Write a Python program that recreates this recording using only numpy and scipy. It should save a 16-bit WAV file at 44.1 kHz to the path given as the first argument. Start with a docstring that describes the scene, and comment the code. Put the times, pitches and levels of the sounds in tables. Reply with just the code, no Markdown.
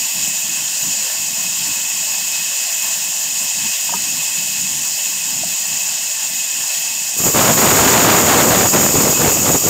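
"""Band saw cutting a log

In an open shed a big band saw idles: the steel band hisses and whines over its wheels, rubbed by guides and rims,
above a low frame rumble that drops out briefly now and then. A log is set on the table with a few wooden knocks.
Then the teeth bite: sharp taps on the tooth rate and tearing noise make the band sing, and a lumpy low roar,
slackening about four times a second, overloads one small mono microphone. The sources are dry, without echo.
All are filtered noise and taps, except the knocks: decaying sine modes of the wood."""
import sys
import numpy as np
from scipy import signal
from scipy.fft import rfft, irfft, next_fast_len
from scipy.io import wavfile

SR = 44100
rng = np.random.default_rng(int(sys.argv[2]) if len(sys.argv) > 2 else 0)


def invert_db(level):
    """Linear amplitude ratio for a level in decibels (20 dB per decade), elementwise."""
    return 10 ** (np.asarray(level, dtype=float) / 20)


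def wrap_up_sound(samples):
    """Save the sound to the file named by the first command line argument, as 16-bit audio."""
    columns = np.atleast_2d(samples).T
    # keep every value between -1 and 1, then stretch to whole-number steps
    tamed = np.clip(columns, -1, 1)
    steps = np.round(tamed * 32767).astype(np.int16)
    wavfile.write(sys.argv[1], SR, steps)


N = 427329   # samples
SIZE = next_fast_len(N)
HZ = np.arange(SIZE // 2 + 1) * SR / SIZE + 1e-3   # frequency of each spectrum bin, kept above zero
TIME_S = np.arange(N) / SR


def rms_one(x):
    """Scales a signal to an rms of one."""
    return x / np.sqrt(np.mean(x ** 2) + 1e-20)


def in_time(rows):
    """Draws straight lines between timed rows, one curve per column after the time."""
    s, *columns = np.transpose(rows)
    return [np.interp(TIME_S, s, column) for column in columns]


def density(points, axis=1):
    """Power per Hz from a (Hz, dB) table, falling away beyond its ends."""
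    p = np.array(points)
    inside = invert_db(2 * np.interp(np.log(HZ), np.log(p[:, 0]), p[:, axis]))
    below = np.minimum(1, HZ / p[0, 0]) ** 4
    above = np.maximum(1, HZ / p[-1, 0]) ** 2
    return inside * below / above


def drift(rate_hz):
    """Slow chance with spread 1: noise through two equal low-pass poles, made at a twentieth of the rate."""
    pole = np.exp(-2 * np.pi * rate_hz * 20 / SR)
    noise = rng.standard_normal(N // 20 + 4002)
    slow = signal.lfilter([1], [1, -2 * pole, pole * pole], noise)[4000:]   # settled part only
    return np.interp(np.arange(N) / 20, np.arange(len(slow)), rms_one(slow))


def colour(x, power):
    """Filters a signal by a power spectrum and scales it to an rms of one."""
    return rms_one(irfft(rfft(x, SIZE) * np.sqrt(power), SIZE)[:N])


# The load slows the band. Columns: time_s, tooth_rate (teeth per s)
TOOTH_RATE = [(7.2, 630), (8.0, 618.5), (9.0, 616), (9.69, 613.5)]


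def teeth(bite_db, clean, cutting):
    """One sharp tap per tooth, uneven in time and depth, plus tearing fibres, all ringing the band."""
    rate, = in_time(TOOTH_RATE)
    wandering = rate * (1 + .002 * drift(6.0))
    count = np.cumsum(wandering) / SR + .004 * drift(120.0)   # teeth passed so far
    taps = sum(np.cos(2 * np.pi * k * count) for k in range(1, 26))   # equal harmonics make a pulse
    tooth_depth = invert_db(1.6 * rng.standard_normal(int(count.max()) + 3))
    depth = tooth_depth[np.round(count).astype(int)]
    tearing = rng.standard_normal(N) * invert_db(1.25 * drift(22.0))
    singing = colour(clean * rms_one(taps * depth) + tearing, band_response(axis=2))
    return cutting * invert_db(bite_db) * singing


# Wave families of the band, each starting at a cut-on pitch; levels compare within a state.
# Columns: cut_on_hz, edge_hz, fall_off_hz, idle_level_db, cutting_level_db
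FAMILIES = [(2541, 23.5, 430, -4.5, -21), (4605, 330, 3050, -13, -16), (6718, 85, 820, 0.5, -1),
            (12400, 370, 2000, -15, -12.5)]
# Hiss under the families, relative. Columns: pitch_hz, idle_level_db (per Hz), cutting_level_db (per Hz)
HISS = [(298, -43, -40), (445, -34, -38), (626, -20.5, -44), (1162, -23, -16.5), (1155, -33, -19),
        (1480, -24, -34), (2070, -19, -32), (2250, -22, -24), (3800, -23, -38), (6750, -9, -9.5),
        (8070, -11, -15.5), (9300, -28, -41), (11700, -26, -24.5), (13300, -26.5, -19), (14700, -13, -9.5),
        (16000, -35, -44)]


def band_response(axis):
    """Each family starts abruptly at its cut-on, where its modes crowd, and thins out above."""
    power = density(HISS, axis=axis)   # axis 1 is idle, 2 is cutting
    for hz, edge_hz, fall_hz, *level_db in FAMILIES:
        above = (HZ - hz) / edge_hz
        onset = 1 / (1 + np.exp(-np.clip(3.5 * above, -50, 50)))
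        crowding = 1 / np.sqrt(1 + np.abs(above))
        thinning = np.exp(-np.maximum(HZ - hz, 0) / fall_hz)
        power += invert_db(2 * level_db[axis - 1]) * onset * crowding * thinning
    return power


# Relative spectrum of the low roar. Columns: pitch_hz, level_db (per Hz)
ROAR_LOW = [(30, -74), (60, -12.5), (100, -1), (200, 1), (400, -1), (700, -5.5), (1400, -17.5)]
# Relative spectrum of the upper rasp. Columns: pitch_hz, level_db (per Hz)
ROAR_HIGH = [(300, -3.5), (700, 1.5), (1200, -1), (2000, -6), (3500, -10.5), (6000, -15), (10000, -23)]


def roar(low_db, upper_db, depth_db, cutting):
    """Noise in lumps of a few to ten milliseconds; the upper rasp comes in sharper bursts."""
    lumps = depth_db * drift(163.0)
    even_db = -depth_db ** 2 * np.log(10) / 20   # keeps the mean power of the low roar
    low = invert_db(lumps + even_db) * colour(rng.standard_normal(N), density(ROAR_LOW))
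    bursts = invert_db(0.85 * lumps + 2.2 * even_db + 2.7 * drift(250.0))
    high = bursts * colour(rng.standard_normal(N), density(ROAR_HIGH))
    return cutting * (invert_db(low_db) * low + invert_db(upper_db) * high)


# The bite slackens about every 0.23 s; a negative loss is a gain, sag and regrip are the bell's two widths.
# Columns: deepest_s, roar_loss_db, rasp_loss_db, sag_s, regrip_s
SLACKS = [(7.226, 11, 14, 0.026, .014), (7.33, 14, 22, 0.032, 0.014), (7.564, 8, 12, .03, .012),
          (7.785, -1, 1.5, .05, 0.028), (8.02, 1, 3, .05, 0.023), (8.25, 2, 6, 0.059, 0.018),
          (8.48, -2.5, 7.5, .05, 0.022), (8.705, 9.5, 22, .025, 0.017), (8.92, 6.5, 12, 0.031, 0.036),
          (9.178, 11, 10, 0.056, 0.013), (9.405, 8.5, 12, 0.057, 0.04), (9.6, 14, 23, .025, 0.058)]


def slackening():
    """Losses in dB of roar and rasp: a bell per slack moment, with its own fall and rise."""
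    losses_db = np.zeros((2, N))
    for s, roar_db, rasp_db, sag_s, regrip_s in SLACKS:
        width_s = np.where(TIME_S < s, sag_s, regrip_s)
        bell = np.exp(-((TIME_S - s) / width_s) ** 2)
        losses_db += np.outer([roar_db, rasp_db], bell)
    return losses_db


SWAY_HZ = 2.9   # rate of a slow sway in the idle, per second
# Level of the idling band. Columns: time_s, hiss_level_db
IDLE = [(0.0, -18.5), (0.47, -19.5), (1.1, -19), (3.2, -19), (3.68, -18.5), (6.31, -19.5), (6.8, -19),
        (7.1, -20)]
# Single frame and band modes. Columns: pitch_hz, width_hz
IDLE_MODES = [(890, 45), (1064, 30), (1763, 35), (1885, 60), (2548, 45), (2994, 45), (3220, 120),
              (3512, 55), (3788, 50), (3970, 150), (4136, 65), (4293, 55), (5200, 260), (6762, 90)]
# Their levels on the scale of the idle hiss, in the same order. Column: level_db
IDLE_MODE_DB = [-15.5, -18, -16, -18.5, -6, -10.5, -12, -14, -13, -17, -12.5, -14, -12, -18]


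def idling_band(patchy_db):
    """Guides and wheel rims rub the band; each region flutters on its own and a little with the others."""
    hiss_db, = in_time(IDLE)
    power = band_response(axis=1)
    for (hz, width_hz), db in zip(IDLE_MODES, IDLE_MODE_DB):
        power += invert_db(2 * db) / (1 + (2 * (HZ - hz) / width_hz) ** 2) ** 2
    spectrum = rfft(rng.standard_normal(SIZE)) * np.sqrt(power)
    edges = np.geomspace(200, 17000, 13)
    together = drift(6.0)
    sway = np.cos(2 * np.pi * SWAY_HZ * TIME_S + 1.0)
    out = np.zeros(N)
    for low, high in zip(edges, edges[1:]):
        part = irfft(spectrum * ((HZ >= low) & (HZ < high)), SIZE)[:N]
        calm = (1000 / low) ** 0.46   # the treble is steadier
        top_flutter_db = .8 * drift(17.0) * (low > 9000)   # the very top has an extra fast flutter
        patches = 1.8 * together + 1.5 * drift(3.3) + 2.0 * drift(15.4) + 0.081 * sway   # sway is very faint
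        out += part * invert_db(top_flutter_db + patchy_db * calm * patches)
    return invert_db(hiss_db) * rms_one(out)


# Blows of wood on the table, before the wood's own mode levels.
# Columns: start_s, level_db, pitch_hz (the pitch each blow favours)
KNOCKS = [(3.891, -15.5, 920), (3.924, -18.5, 705), (3.935, -8, 960), (3.944, -0.5, 240), (5.433, -15, 740)]
# Modes of the wood. Columns: pitch_hz, level_db, t60_s (time to fall 60 dB)
WOOD = [(190, -4, 0.052), (400, 6, 0.043), (605, -0.5, 0.043), (698, 6.5, 0.027), (937, -1.5, 0.048),
        (1040, -14, 0.091), (1240, -2, 0.085), (1610, 8, 0.061)]


def knocks():
    """Soft blows on wood; each wakes mostly the modes near its own pitch, which swell over a few cycles."""
    start_s, blow_db, blow_hz = np.transpose(KNOCKS)
    out, t = np.zeros(N), np.arange(SR // 5) / SR
    for hz, db, t60 in WOOD:
        swell = (1 - np.exp(-t * hz / 1.1)) ** 2
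        ring = swell * invert_db(-60 * t / t60) * np.sin(2 * np.pi * hz * t)
        away_db = -36.0 * np.abs(np.log2(hz / blow_hz))   # 36 dB weaker per octave away
        signs = rng.choice([-1, 1], len(start_s))
        for s, gain in zip(start_s, invert_db(blow_db + db + away_db) * signs):
            first = round(s * SR)
            out[first:first + len(t)] += gain * ring
    return out


# Relative spectrum of the frame rumble. Columns: pitch_hz, level_db (per Hz)
RUMBLE = [(60, -15.5), (110, -6.5), (170, 3), (260, -2.5), (340, -7.5), (420, -30)]
RUMBLE_BED_DB = -53   # floor that stays in the drop-outs


def frame_rumble(rumble_db):
    """The frame rumbles in uneven swells over a slow, regular sway."""
    sway = np.cos(2 * np.pi * SWAY_HZ * TIME_S + 2.3)
    swell = invert_db(1.0 * sway + 2.9 * drift(5.0) + 1.1 * drift(16.0))
    rumble = rms_one(swell * colour(rng.standard_normal(N), density(RUMBLE)))
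    return np.hypot(invert_db(rumble_db), invert_db(RUMBLE_BED_DB)) * rumble


# Slow level of the rumble, before drop-outs and floor. Columns: time_s, level_db
RUMBLE_LEVEL = [(0, -42.5), (1.5, -41.5), (2.7, -48), (3.9, -40.5), (5.3, -42.5), (6.2, -44), (7.1, -48)]
# The rumble drops out briefly. Columns: centre_s, depth_db (before the floor), half_length_s
RUMBLE_GAPS = [(0.107, 18, 0.041), (0.418, 9, .025), (0.568, 9, .03), (0.737, 16, 0.059), (0.948, 6, .03),
               (1.1, 18, 0.058), (1.36, 11, 0.024), (1.55, 8, 0.034), (1.746, 11, 0.02), (1.89, 12, 0.021),
               (2.074, 22, 0.049), (2.557, 10, 0.049), (3.108, 18, 0.03), (3.505, 18, 0.031),
               (3.768, 20, .05), (4.265, 12, 0.063), (5.012, 24, 0.064), (5.583, 14, 0.022),
               (5.815, 10, 0.033), (6.11, 21, .04), (6.21, 10, .03), (6.455, 14, 0.08), (6.72, 12, 0.042),
               (7.075, 9, .04)]


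def rumble_level():
    """Slow level in dB with rounded drop-outs."""
    level_db, = in_time(RUMBLE_LEVEL)
    for s, depth_db, half_s in RUMBLE_GAPS:
        level_db = level_db - depth_db * np.exp(-((TIME_S - s) / half_s) ** 2)
    return level_db


# The log against the band, before slackening. Columns: time_s, roar_level_db, lightness (of the feed, 0-1)
FEED = [(7.188, -38, 0.9), (7.196, -18, .9), (7.25, -15.5, 0.63), (7.4, -15, 0.21), (7.7, -15, 0.11),
        (8.1, -14.5, 0), (8.4, -15.5, 0), (8.6, -15, 0.37), (8.85, -15, .6), (9.69, -15, 0.66)]
ENTRY_S, BITE_RISE_S = 7.165, 0.012   # the first teeth touch the wood; time constant of the singing
# "LIGHT" settings are the change from full feed (lightness 0) to lightness 1
RASP_DB, RASP_LIGHT_DB = 3.0, 9.5   # upper rasp over the roar, and its loss
LUMPS_DB, LUMPS_LIGHT_DB = 1.3, 5   # choppiness, and its gain: a lighter feed is choppier
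BITE_DB, BITE_LIGHT_DB = -13, 2.5   # singing of the teeth, and its loss
BITE_PER_SLACK = 0.2   # dB of singing lost per dB of slack in the roar
CLEAN_TAPS = 0.51   # clean taps against tearing


def scene():
    """All sources reach one microphone; feed and slack shape the singing and the roar of the cut."""
    feed_db, light = in_time(FEED)
    slack_db, rasp_slack_db = slackening()
    since_s = np.maximum(TIME_S - ENTRY_S, 0)
    cutting = 1 - np.exp(-since_s / BITE_RISE_S)
    bite_db = BITE_DB - BITE_LIGHT_DB * light - BITE_PER_SLACK * slack_db
    upper_db = feed_db + RASP_DB - RASP_LIGHT_DB * light - rasp_slack_db
    lumps_db = np.maximum(LUMPS_DB + LUMPS_LIGHT_DB * light, 0)
    mono = teeth(bite_db, CLEAN_TAPS, cutting)
    mono += roar(feed_db - slack_db, upper_db, lumps_db, since_s > 0)
    mono += idling_band(patchy_db=0.55) + knocks() + frame_rumble(rumble_level())
    return np.array([mono, mono])


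def band_limit(x):
    """A steep low-pass at the top of the band."""
    return signal.sosfilt(signal.butter(12, 16360, fs=SR, output="sos"), x)


OVERLOAD, HARDNESS = .48, 4.5   # ceiling of the input stage (full scale is 1), and how sharply it is met
LOW_CUT_HZ, CUTOFF_HZ = 38, 15730


def record(dry):
    """The microphone's input stage flattens the peaks at a firm ceiling; the lowest bass and the top are cut."""
    flat = dry / (1 + np.abs(dry / OVERLOAD) ** HARDNESS) ** (1 / HARDNESS)
    low_cut = signal.butter(2, LOW_CUT_HZ, "high", fs=SR, output="sos")
    flat = signal.sosfilt(low_cut, flat)
    mix = irfft(rfft(flat, SIZE) * (HZ < CUTOFF_HZ), SIZE)[:, :N]
    return band_limit(mix)


dry = scene()
out = record(dry)
wrap_up_sound(out)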